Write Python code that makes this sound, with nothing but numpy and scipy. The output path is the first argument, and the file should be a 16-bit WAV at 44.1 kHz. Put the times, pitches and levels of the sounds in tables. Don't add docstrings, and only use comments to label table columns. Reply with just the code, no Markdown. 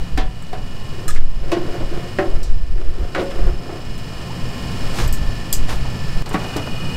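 import sys
import numpy as np
from scipy import signal
from scipy.fft import rfft, irfft, next_fast_len
from scipy.io import wavfile
from scipy.ndimage import uniform_filter1d, map_coordinates

SR = 44100
rng = np.random.default_rng(int(sys.argv[2]) if len(sys.argv) > 2 else 0)


def digitize_waveform(pressure):
    field = np.atleast_2d(pressure).T
    bounded = np.clip(field, -1, 1)
    quanta = np.round(bounded * 32767).astype(np.int16)
    wavfile.write(sys.argv[1], SR, quanta)


def to_linear_factor(level_db):
    exponent = np.asarray(level_db, float) / 20
    return 10 ** exponent


N = 306936
EDIT_S = 6.2232


def unit(x):
    return x / np.sqrt(np.mean(x ** 2) + 1e-20)


def along(points, hz):
    f, v = np.transpose(points)
    return np.interp(np.log(hz + 1), np.log(f + 1), v)


def curves(rows):
    s, *cols = np.transpose(rows)
    return [np.interp(np.arange(N) / SR, s, c) for c in cols]


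def swells(rows):
    t = np.arange(N) / SR
    power = 0
    for s, rise_s, fall_s, db in rows:
        power = power + to_linear_factor(2 * db) * np.exp(-((t - s) / np.where(t < s, rise_s, fall_s)) ** 2)
    return np.sqrt(power)


def wobble(rate_hz, size=N):
    knots = rng.standard_normal(int(size * rate_hz / SR) + 4)
    return map_coordinates(knots, [np.arange(size) * rate_hz / SR])


def filtered(x, response):
    m = next_fast_len(N + SR // 2)
    return unit(irfft(rfft(x, m) * response(np.fft.rfftfreq(m, 1 / SR)), m)[:N])


def noise(response):
    return filtered(rng.standard_normal(N), response)


def colour(points):
    return lambda hz: to_linear_factor(along(points, hz))


def resonant(peaks):
    def response(f):
        total = 0
        for k, (c, w, db) in enumerate(peaks):
            total = total + (-1) ** k * to_linear_factor(db) * 1j * f * w / (c * c - f * f + 1j * f * w)
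        return total
    return response


def grit(rate_hz, spread_db):
    touch = rng.random(N) < rate_hz / SR
    size = to_linear_factor(spread_db * np.minimum(rng.exponential(size=N), 3))
    return rng.standard_normal(N) * (0.18 + touch * size)


def strike(spectrum, modes, t60_s, ring_db, soften, chatter_db, crack_db, attack_s, dull_hz=9000):
    t = np.arange(SR // 2) / SR
    hz, frame_s, z = signal.stft(rng.standard_normal(len(t)), SR, nperseg=128)
    life_s = t60_s * (np.maximum(hz, 300) / 1000) ** -soften / (1 + (hz / dull_hz) ** 2)
    fade = to_linear_factor(-60 * frame_s / life_s[:, None]) + to_linear_factor(crack_db - 60 * frame_s / 0.0072)
    z = z * fade * to_linear_factor(along(spectrum, hz))[:, None]
    clatter = signal.istft(z, SR, nperseg=128)[1][:len(t)]
    clatter = clatter / np.sqrt(np.mean(clatter[:400] ** 2))
    ring = 0
    for k, (mode_hz, db, mode_t60_s) in enumerate(modes):
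        level_db = db - 60 * t / mode_t60_s + chatter_db * wobble(119.5, size=len(t))
        ring = ring + (-1) ** k * to_linear_factor(level_db) * np.sin(2 * np.pi * mode_hz * t)
    return (clatter + to_linear_factor(ring_db) * ring) * (1 - np.exp(-t / attack_s)) / 3


def whine(turns, orders, levels_db, shade_db):
    throb_db = 3.0 * np.cos(2 * np.pi * (turns - .25))
    total = 0
    for k, db in zip(orders, levels_db):
        level_db = db + 2.5 + shade_db(k) + throb_db * (130 < k < 300) + 1.96 * wobble(2.64)
        total = total + to_linear_factor(level_db) * np.cos(2 * np.pi * (k * turns + .19 * k ** 2))
    return total


def fan():
    # (time [s], fan rush level [dB])
    rush_gain = [(0.0, -41), (0.27, -46), (1.01, -40.5), (1.2, -48.5), (1.43, -45), (1.66, -41.5),
                 (2.11, -40.5), (2.29, -42), (2.54, -47), (2.77, -48), (3.31, -40.5), (3.51, -44),
                 (3.68, -43), (4.9, -34.5), (5.14, -37.5), (5.72, -38.5), (6.75, -35), (6.96, -34)]
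    # (time [s], speed [turns/s])
    shaft_speed = [(0, 22.07), (.65, 22.03), (1.05, 22.0), (1.85, 21.966), (3.05, 21.962), (3.85, 21.935),
                   (4.65, 21.936), (5.05, 21.963), (6.22, 22.0), (6.23, 22.128)]
    # (frequency [Hz], level [dB/Hz])
    rush_spectrum = [(24, -29), (40, -2), (127, 0), (275, -10.5), (1370, -22), (1610, -26), (1800, -22),
                     (2020, -28), (2900, -27.5), (3720, -31), (5110, -30), (5850, -34), (9000, -50),
                     (11700, -52), (19800, -120)]
    # (frequency [Hz], width [Hz], level [dB])
    housing = [(57, 8.2, -5), (120.9, 7.7, 3.5), (175, 5.7, -1.5), (243.7, 14.7, -9)]
    # (frequency [Hz], width [Hz], level [dB])
    cage = [(1130, 110, -14), (1310, 63, -5.5), (1780, 120, 0), (2447, 92, 2.5), (2866, 210, 0.5),
            (3450, 310, -4.5), (3900, 130, -4), (4540, 380, -2.5), (5400, 88, -4.5), (5850, 390, -17.5),
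            (7160, 450, -9)]
    # (frequency [Hz], level [dB/Hz])
    hiss_spectrum = [(6300, -22), (7200, 1), (7800, 5), (8500, 5.5), (9300, -0.5), (12000, -2),
                     (14200, -3.5), (16000, -9)]
    # (time [s], 80th order level [dB], level of orders above 200 [dB])
    arm_shade = [(0, 0, -7), (1, 1, 0), (2.5, 3, 0.5), (4.9, -3, 2), (5.15, 7.5, 0.5), (6.2, 6.5, 0)]
    far_orders = [8, 32, 48, 61, 78, 79, 80, 81, 83, 84, 100, 111, 112, 128, 131, 132, 133, 134, 135, 136,
                  144, 152, 160, 180, 212, 228, 232, 235, 236, 237, 238, 330]
    far_levels = [-44, -54.5, -52, -56.5, -61, -61, -54, -59, -54.5, -62, -55.5, -60, -58, -67, -59.5,
                  -50.5, -54.5, -63, -64, -63, -60, -60, -70, -61, -70, -68, -62, -60, -56.5, -70, -55.5,
                  -66]
    near_orders = [8, 58, 80, 81, 82, 111, 112, 125, 128, 132, 144, 196, 212, 234, 236, 237, 238, 330]
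    near_levels = [-52, -47, -55, -51, -61, -45, -41.5, -55, -48, -40, -63, -53, -65, -52, -51, -57, -63,
                   -66]
    # (time [s], level [dB])
    near_rise = [(6.22, -12), (6.26, -12), (6.45, -2), (6.7, -2.5)]

    rush_db = curves(rush_gain)[0] - 3
    duck_db = rush_db + 44
    hum_db = -35.5 + 0.97 * duck_db + 1.66 * wobble(3.54)
    hiss_db = -54.5 + 0.99 * duck_db

    near = np.arange(N) > EDIT_S * SR
    turns = np.cumsum(curves(shaft_speed)[0]) / SR
    turns -= np.where(near, turns[round(6.617 * SR)], turns[round(4.304 * SR)])

    steps = np.arange(2048)
    patterns = rng.standard_normal((3, len(steps))) * to_linear_factor(-7 * steps / len(steps))
    rattle = 0
    for pattern in patterns:
        rattle = rattle + to_linear_factor(2.0 * wobble(1.185)) * np.interp(turns % 1 * len(steps), steps, pattern)
    rattle = filtered(rattle, resonant(cage))

    low_db, high_db = curves(arm_shade)

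    def shade_db(k):
        if k == 80:
            return low_db
        return high_db if k > 200 else 0

    far_whine = whine(turns, far_orders, far_levels, shade_db)
    near_whine = whine(turns, near_orders, near_levels, lambda k: 0)
    near_whine = near_whine * to_linear_factor(curves(near_rise)[0] - 2.0)
    whines = to_linear_factor(42.5) * np.where(near, near_whine, far_whine)

    rush = to_linear_factor(12.5 + 0.2 * wobble(6.2)) * noise(colour(rush_spectrum))
    hum = noise(resonant(housing)) + 0.5 * np.sin(2 * np.pi * 140.0 * np.arange(N) / SR)
    air = to_linear_factor(rush_db) * (rush + to_linear_factor(-1.0) * rattle + whines)
    return air + to_linear_factor(hum_db) * hum + to_linear_factor(hiss_db) * noise(colour(hiss_spectrum))


def draught():
    # (frequency [Hz], level [dB/Hz])
    push_spectrum = [(1, 4.5), (4, 20.5), (16, 10.5), (26, -3), (50, -49), (200, -130)]
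    # (frequency [Hz], level [dB/Hz])
    flutter_spectrum = [(10, -9), (22, -0.5), (55, -8.5), (92, -22.5), (200, -34), (600, -130)]
    # (peak [s], rise [s], fall [s], push level [dB], flutter above it [dB])
    gusts = [(0.02, 0.04, 0.036, -14, -6.5), (0.16, 0.026, 0.097, -10, -3.5), (0.6, 0.18, 0.36, -17.5, -21),
             (1.17, 0.047, 0.082, 5.5, -11.5), (1.4, 0.11, 0.082, -8.5, -15),
             (1.68, 0.11, 0.061, -15.5, -26), (1.86, 0.041, 0.034, -11, -11), (1.97, 0.035, 0.015, -5, -25),
             (2.35, 0.034, 0.05, -0.5, -19), (2.57, 0.083, 0.056, -3.5, -8), (2.74, 0.035, 0.028, -3.5, -5),
             (2.85, 0.038, 0.068, -4.5, -16), (3.03, 0.024, 0.031, -9, -7), (3.44, 0.061, 0.08, -8, -3),
             (3.9, 0.025, 0.077, -19, -4.5), (4.46, 0.038, 0.035, -17, -10),
             (4.88, 0.076, 0.09, -13.5, -13), (5.07, 0.034, 0.046, -4, -3.5), (5.2, .05, 0.12, -13, -2.5),
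             (5.58, 0.031, 0.083, -4, -15.5), (5.82, 0.077, 0.058, -13, -3.5),
             (6.18, 0.099, 0.095, -10.5, -18), (6.78, 0.044, 0.086, -12, -33)]
    # (peak [s], period [s], width [s], height [full scale])
    surge_lump = (1.1968, 0.096, 0.075, 1.1)
    # (peak [s], width [s], level [dB])
    cut_lump = (6.21, 0.057, -16)

    push = noise(colour(push_spectrum))
    push = push / np.sqrt(np.abs(uniform_filter1d(push ** 2, SR // 8)) + 0.1)
    flutter = to_linear_factor(1.85 * wobble(12)) * noise(colour(flutter_spectrum))
    push_gain = np.hypot(swells([row[:4] for row in gusts]), to_linear_factor(-25.5))
    flutter_rows = [(s, rise, fall, db + above_db) for s, rise, fall, db, above_db in gusts]
    flutter = np.hypot(swells(flutter_rows), to_linear_factor(-42)) * flutter
    lumps = push_gain * push + flutter

    s, period_s, width_s, height = surge_lump
    u = np.arange(N) / SR - s
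    swamped = np.exp(-(u / .11) ** 4)
    crest = np.exp(-(u / .015) ** 2)
    lumps = (1 - swamped) * lumps + swamped * (1 - crest) * .2 * np.tanh(2.5 * flutter)
    surge = height * np.exp(-(u / width_s) ** 2) * np.cos(2 * np.pi * u / period_s)
    s, width_s, db = cut_lump
    return to_linear_factor(-1.5) * lumps + surge + swells([(s, width_s, width_s, db)])


def knocks():
    # (time [s], peak near 500 Hz [dB], level above it near 1.6 kHz [dB], near 4.5 kHz [dB], t60 [s])
    hits = [(0.175, -13, -14, -13.5, 0.28), (0.53, -20.5, -21, -23, 0.28), (1.160, -24, -9, -10, 0.28),
            (1.517, -13, -21, -16, 0.29), (2.186, -9, -13, -26.5, 0.24), (3.148, -11.5, -6.5, -17, 0.23),
            (3.692, -22, -23, -36, 0.21), (4.986, -15, -10, -13, 0.28), (5.689, -22.5, -8, -10, 0.48),
            (6.31, -17.5, -14, -30, 0.28), (6.343, -8, -13.5, -26, 0.2), (6.445, -18, -22, -27, 0.062),
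            (6.537, -21.5, -10, -17, 0.19), (6.561, -13.5, -20, -21, 0.28), (6.673, -18, -17, -24.5, 0.11)]
    # (frequency [Hz], level [dB], t60 [s])
    edge_modes = [
        [(279.5, 1.5, 0.21), (752, -0.5, 0.32), (980, -13.5, 0.53), (1116, -13, 0.19), (1750, -8, 0.26),
         (2120, -12, 0.18), (2610, -16, 0.22), (3117, -20, 0.29), (3350, -16, 0.26), (3480, -17.5, 0.27)],
        [(720, 3, 0.079), (423, 3, 0.041), (740, -0.5, 0.29), (980, -21, .3), (1728, -12, .15),
         (2450, -11, 0.065)],
    ]
    # (frequency [Hz], level [dB], t60 [s])
    wall_modes = [
        [(2200, 1, 0.057), (2070, -2, 0.069)],
        [(327, 2.5, 0.56), (353, 6.5, 0.44), (531, -7, 0.3), (580, -6, .17), (679, -0.5, 0.28),
         (1072, -7, 0.29), (1514, -11.5, 0.26), (1915, -10.5, 0.24), (2580, -5, .07), (2870, -10.5, 0.2)],
        [(286, -14, 0.2), (334, -1, 0.29), (380, 3, 0.3), (583, 1, 0.32), (753, -1.5, 0.25), (1077, -15, 0.28),
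         (1370, -14, 0.24), (1640, -16, 0.17), (1850, -4, 0.093), (1940, -8, .08), (2520, -18, 0.13)],
        [(322, -2.5, 0.34), (556, -9, 1), (385, -1, 0.16), (700, -2.5, 0.082), (1063, -24, .3),
         (1470, -12.5, 0.4), (1735, -28, 0.3), (2200, -23, .15)],
        [(336.6, 3, 0.27), (403, -3, 0.24), (590, -20, 0.12)],
        [(352, 2.5, 0.14)],
        [(895, -2, 0.12), (633, -1.4, 0.17)],
    ]
    # (frequency [Hz], level [dB], t60 [s])
    floor_modes = [
        [(440, 2.9, 0.11)],
        [(174, 1.5, 0.2), (294, 6, 0.091), (443, -11.5, 0.19), (758, -6.5, 0.25), (1130, -0.5, 0.16),
         (1480, -10, 0.075), (1980, -10, 0.082)],
        [(720, -2, 0.081)],
        [(1600, 3, 0.025)],
        [(292, 2.5, 0.15), (455, -14, 0.23)],
        [(1010, 3, 0.022)],
    ]

    out = np.zeros(N + SR)
    for (s, db, mid_db, high_db, t60_s), modes in zip(hits, edge_modes + wall_modes + floor_modes):
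        spectrum = [(120, -29), (300, 1.5), (700, -6.0), (1600, mid_db + 7.0),
                    (4500, high_db), (10000, high_db - 14.5), (16000, high_db - 20)]
        hit = strike(spectrum, modes, t60_s, ring_db=0.5, soften=0.13, chatter_db=2.0,
                     crack_db=-3.0, attack_s=0.00058)
        out[round(s * SR):][:SR // 2] += to_linear_factor(db + 1.0) * hit
    return out[:N]


def tongs():
    # (time [s], peak near 8 kHz [dB], level above it near 1.6 kHz [dB], near 5 kHz [dB], t60 [s])
    clinks = [(0.423, -34, 7, -10, 0.083), (0.467, -38, 13, 12, 0.058), (0.531, -40, 0, 0, 0.06),
              (1.0803, -20.5, -3, -2, 0.23), (1.089, -28, 9, -1, 0.1), (1.099, -28, 6, 5, 0.44),
              (1.108, -30, 9.5, 2, 0.12), (1.148, -34, 9, 10, 0.18), (3.194, -38, 10, 9, 0.08),
              (3.218, -43, 10, 8, 0.06), (3.308, -37, 11, 8, 0.091), (3.2365, -35.5, 6, -8, 0.12),
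              (3.979, -33, 6, -10, 0.12), (5.077, -28, -6, -12, 0.07), (5.126, -21, -25, -6, 0.27),
              (5.146, -32, -20, -10, 0.12), (5.5271, -9.5, -12.5, -2, 0.26), (5.756, -34, 5, -5, 0.12),
              (6.26, -24, 6, 16, 0.07), (6.2916, -26, -3, -8, 0.096), (6.331, -30, 0, 0, 0.07),
              (6.339, -29, 1, -5, 0.082), (6.5657, -21, -6, 5, 0.12), (6.582, -33, 0, 3, 0.06)]
    # (frequency [Hz], level [dB], t60 [s])
    hoop = [(1250, 5, .1), (1700, 3, .07), (4100, 1, .05), (5250, 1, .13), (7181, -1, .08), (8100, 1, .06),
            (8893, -6, .08), (10010, 2, .08), (11390, 4, .05), (12790, 2, .06)]
    # (frequency [Hz], level [dB], t60 [s])
    arms = [(3350, 10, 0.046), (4880, 3.5, 0.12), (5400, -18, .18), (6180, -13, 0.2), (6600, -9, 0.14),
            (6990, -8, 0.15), (7200, -6, 0.15), (8000, -2, .073), (9600, -13, .1), (10380, -14, 0.15),
            (11300, 7, 0.038), (12400, -1, .04), (13000, 3.5, 0.033), (14210, 6, .06)]
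    lift_s = 4

    out = np.zeros(N + SR)
    for s, db, low_db, mid_db, t60_s in clinks:
        spectrum = [(700, low_db - 7), (1600, low_db + 2.0), (2800, low_db + 3.5), (5000, mid_db),
                    (8000, 6.5), (10100, -4.5), (12500, 3 if lift_s < s < EDIT_S else -3),
                    (14800, -4), (16000, -16)]
        firm_db = -14 if s > EDIT_S else 1.2 * min(2 * (s < lift_s), db + 28)
        modes = []
        for hz, level_db, life_s in (hoop if s < lift_s else arms):
            level_db = level_db + firm_db + along(spectrum, hz) + rng.normal(0, 1.2)
            modes.append((hz * rng.normal(1, .004), level_db, min(life_s, t60_s)))
        for place, u, v in rng.random((40, 3)):
            hz = 3300 + 12000 * place
            life_s = t60_s * (0.5 + 0.5 * v) * min(1, 7500 / hz)
            modes.append((hz, along(spectrum, hz) - 11 - 6 * u, life_s))
        clink = strike(spectrum, modes, t60_s, ring_db=-7.5, soften=0.29, chatter_db=4.0,
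                       crack_db=0, attack_s=0.00021, dull_hz=40000)
        out[round(s * SR):][:SR // 2] += to_linear_factor(db) * clink
    return out[:N]


def rebounds():
    # (time [s], peak [dB], pitch woken most [Hz], wire rattle above it [dB])
    skids = [(0.923, -25, 350, -8), (0.977, -24.5, 342, -10), (1.429, -23, 700, -8), (1.565, -12, 334, -14),
             (1.62, -24, 352, -5), (1.655, -20, 316, -15), (1.754, -24, 700, -15), (1.805, -14, 348, -16),
             (1.925, -21, 755, -9), (2.032, -28, 331, -16), (2.222, -17, 385, -19), (2.258, -17, 385, -14),
             (2.312, -22, 500, -14), (2.807, -32, 493, -10), (3.158, -12.5, 700, -6),
             (3.18, -10.5, 549, -10), (3.195, -10.5, 500, -2), (3.224, -13, 552, -14),
             (3.308, -18, 544, -1), (4.121, -31, 680, -6.5), (4.205, -25, 514, -6)]
    # (frequency [Hz], level [dB], t60 [s])
    wall_ring = [(334, 4, 0.26), (385, -5.5, 0.42), (440, -10, .25), (502, -9, 0.25), (550.4, -1.5, 0.5),
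                 (626, -2, .3), (739, -1.5, 0.27), (940, -12, .3), (1097, -14, .2), (1420, -6, .25),
                 (1739, -20, .25)]

    out = np.zeros(N + SR)
    for s, db, pitch_hz, rattle_db in skids:
        modes = [(hz, level_db - 10 * abs(np.log2(hz / pitch_hz)), life_s)
                 for hz, level_db, life_s in wall_ring]
        spectrum = [(120, -30), (350, 4.0), (800, -5), (1600, rattle_db),
                    (4500, rattle_db - 10), (16000, rattle_db - 48)]
        skid = strike(spectrum, modes, 0.21, ring_db=0.5, soften=0.33, chatter_db=3.0,
                      crack_db=-12, attack_s=0.0027)
        out[round((s - .002) * SR):][:SR // 2] += to_linear_factor(db - 5.0) * skid
    return out[:N]


def scooping():
    # (peak [s], rise [s], fall [s], level [dB])
    strokes = [
        (1.1, 0.1, 0.091, -38.5),
        (1.6, 0.093, 0.32, -30),
        (2.15, 0.13, 0.28, -37),
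        (2.82, 0.038, 0.31, -37.5),
        (3.3, 0.27, 0.33, -31.5),
        (3.71, 0.022, 0.05, -37),
        (4.27, 0.085, 0.056, -46),
    ]
    # (peak [s], rise [s], fall [s], level [dB], fizz above it [dB])
    tosses = [
        (5.005, 0.047, 0.046, -30.5, -1),
        (5.7, 0.012, 0.039, -31, -3),
        (5.855, 0.021, 0.033, -38.5, -21),
        (6.262, 0.0058, 0.025, -27.5, -19),
        (6.338, 0.006, 0.015, -32, -5),
        (6.42, 0.039, 0.16, -32, -11),
        (6.579, 0.067, .1, -45, -12),
    ]
    # (frequency [Hz], width [Hz], level [dB])
    vat = [(341.4, 68, 5.5), (414, 140, 1), (537, 66, -0.5), (715, 33, -2), (1100, 650, -13),
           (1860, 2830, -22.5)]
    # (frequency [Hz], level [dB/Hz])
    crust_spectrum = [(120, -19), (200, -20), (353, -4.5), (504, -7.5), (762, -5), (971, -6.5), (6000, -29),
                      (7800, -70), (13200, -120)]
    # (frequency [Hz], level [dB/Hz])
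    mesh_spectrum = [(2350, -9.5), (4000, -7.5), (5040, -8.5), (7880, -12.5), (9010, -15), (14500, -23),
                     (16000, -29)]

    slosh = filtered(grit(rate_hz=1100, spread_db=2.0), resonant(vat))
    slosh = swells(strokes) * to_linear_factor(3.7 * wobble(14)) * slosh
    crust = filtered(grit(rate_hz=2300, spread_db=2.5), colour(crust_spectrum))
    crust = swells([row[:4] for row in tosses]) * crust
    fizz = filtered(grit(rate_hz=5800, spread_db=-2.5), colour(mesh_spectrum))
    fizz_rows = [(s, rise, fall, db + above_db) for s, rise, fall, db, above_db in tosses]
    return slosh + crust + swells(fizz_rows) * fizz


def rim_touch():
    # (time [s], peak [dB], t60 [s])
    touch = (2.4294, -30.5, 0.55)
    # (frequency [Hz], level [dB], t60 [s])
    rim_modes = [(3770, -5, 0.045), (4350, -4, .2), (4760, -3, .15), (5233, -3, .13), (5600, 2, .17),
                 (6115, -8, .12), (7100, -2, 0.13), (7660, 0, 0.15), (8123, -5, .09), (8700, -8, .08),
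                 (13090, -3.5, .06), (15270, -9.5, .06)]

    s, db, t60_s = touch
    spectrum = [(2500, -35), (3800, -3), (6000, -4), (8500, -6), (10000, -12), (16000, -14)]
    out = np.zeros(N)
    out[round(s * SR):][:SR // 2] = to_linear_factor(db) * strike(
        spectrum, rim_modes, t60_s, ring_db=-2.5, soften=0.18, chatter_db=2.0,
        crack_db=-10, attack_s=.0006)
    return out


def bubble():
    # (time [s], peak [dB], frequency [Hz], life [s])
    pop = (4.296, -33, 800, .03)
    s, db, hz, life_s = pop
    u = np.maximum(np.arange(N) / SR - s, 0) / life_s
    envelope = 3 * u * np.exp(-3 * u) * np.e * (u < 3)
    return to_linear_factor(db) * envelope * np.sin(2 * np.pi * hz * life_s * (u + 0.147 * u ** 2))


def scene():
    air = fan() + draught()
    metal = knocks() + tongs() + rebounds() + rim_touch()
    return (air + metal + scooping() + bubble())[None]


def roll_off(x):
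    return signal.sosfilt(signal.butter(12, 16450, fs=SR, output="sos"), x)


def record(dry):
    return_s = 6.2595
    gap_s = [EDIT_S, EDIT_S + 1 / SR, return_s - .001, return_s, return_s + 0.057]
    gap = to_linear_factor(np.interp(np.arange(N) / SR, gap_s, [0, -6, -9.0, -5.5, -1.5]))
    band = signal.ellip(8, .5, 40, 15750, fs=SR, output="sos")
    mix = np.clip(signal.sosfilt(band, dry) * gap - .002, -1, 1)
    return roll_off(mix)


dry = scene()
out = record(dry)
digitize_waveform(out)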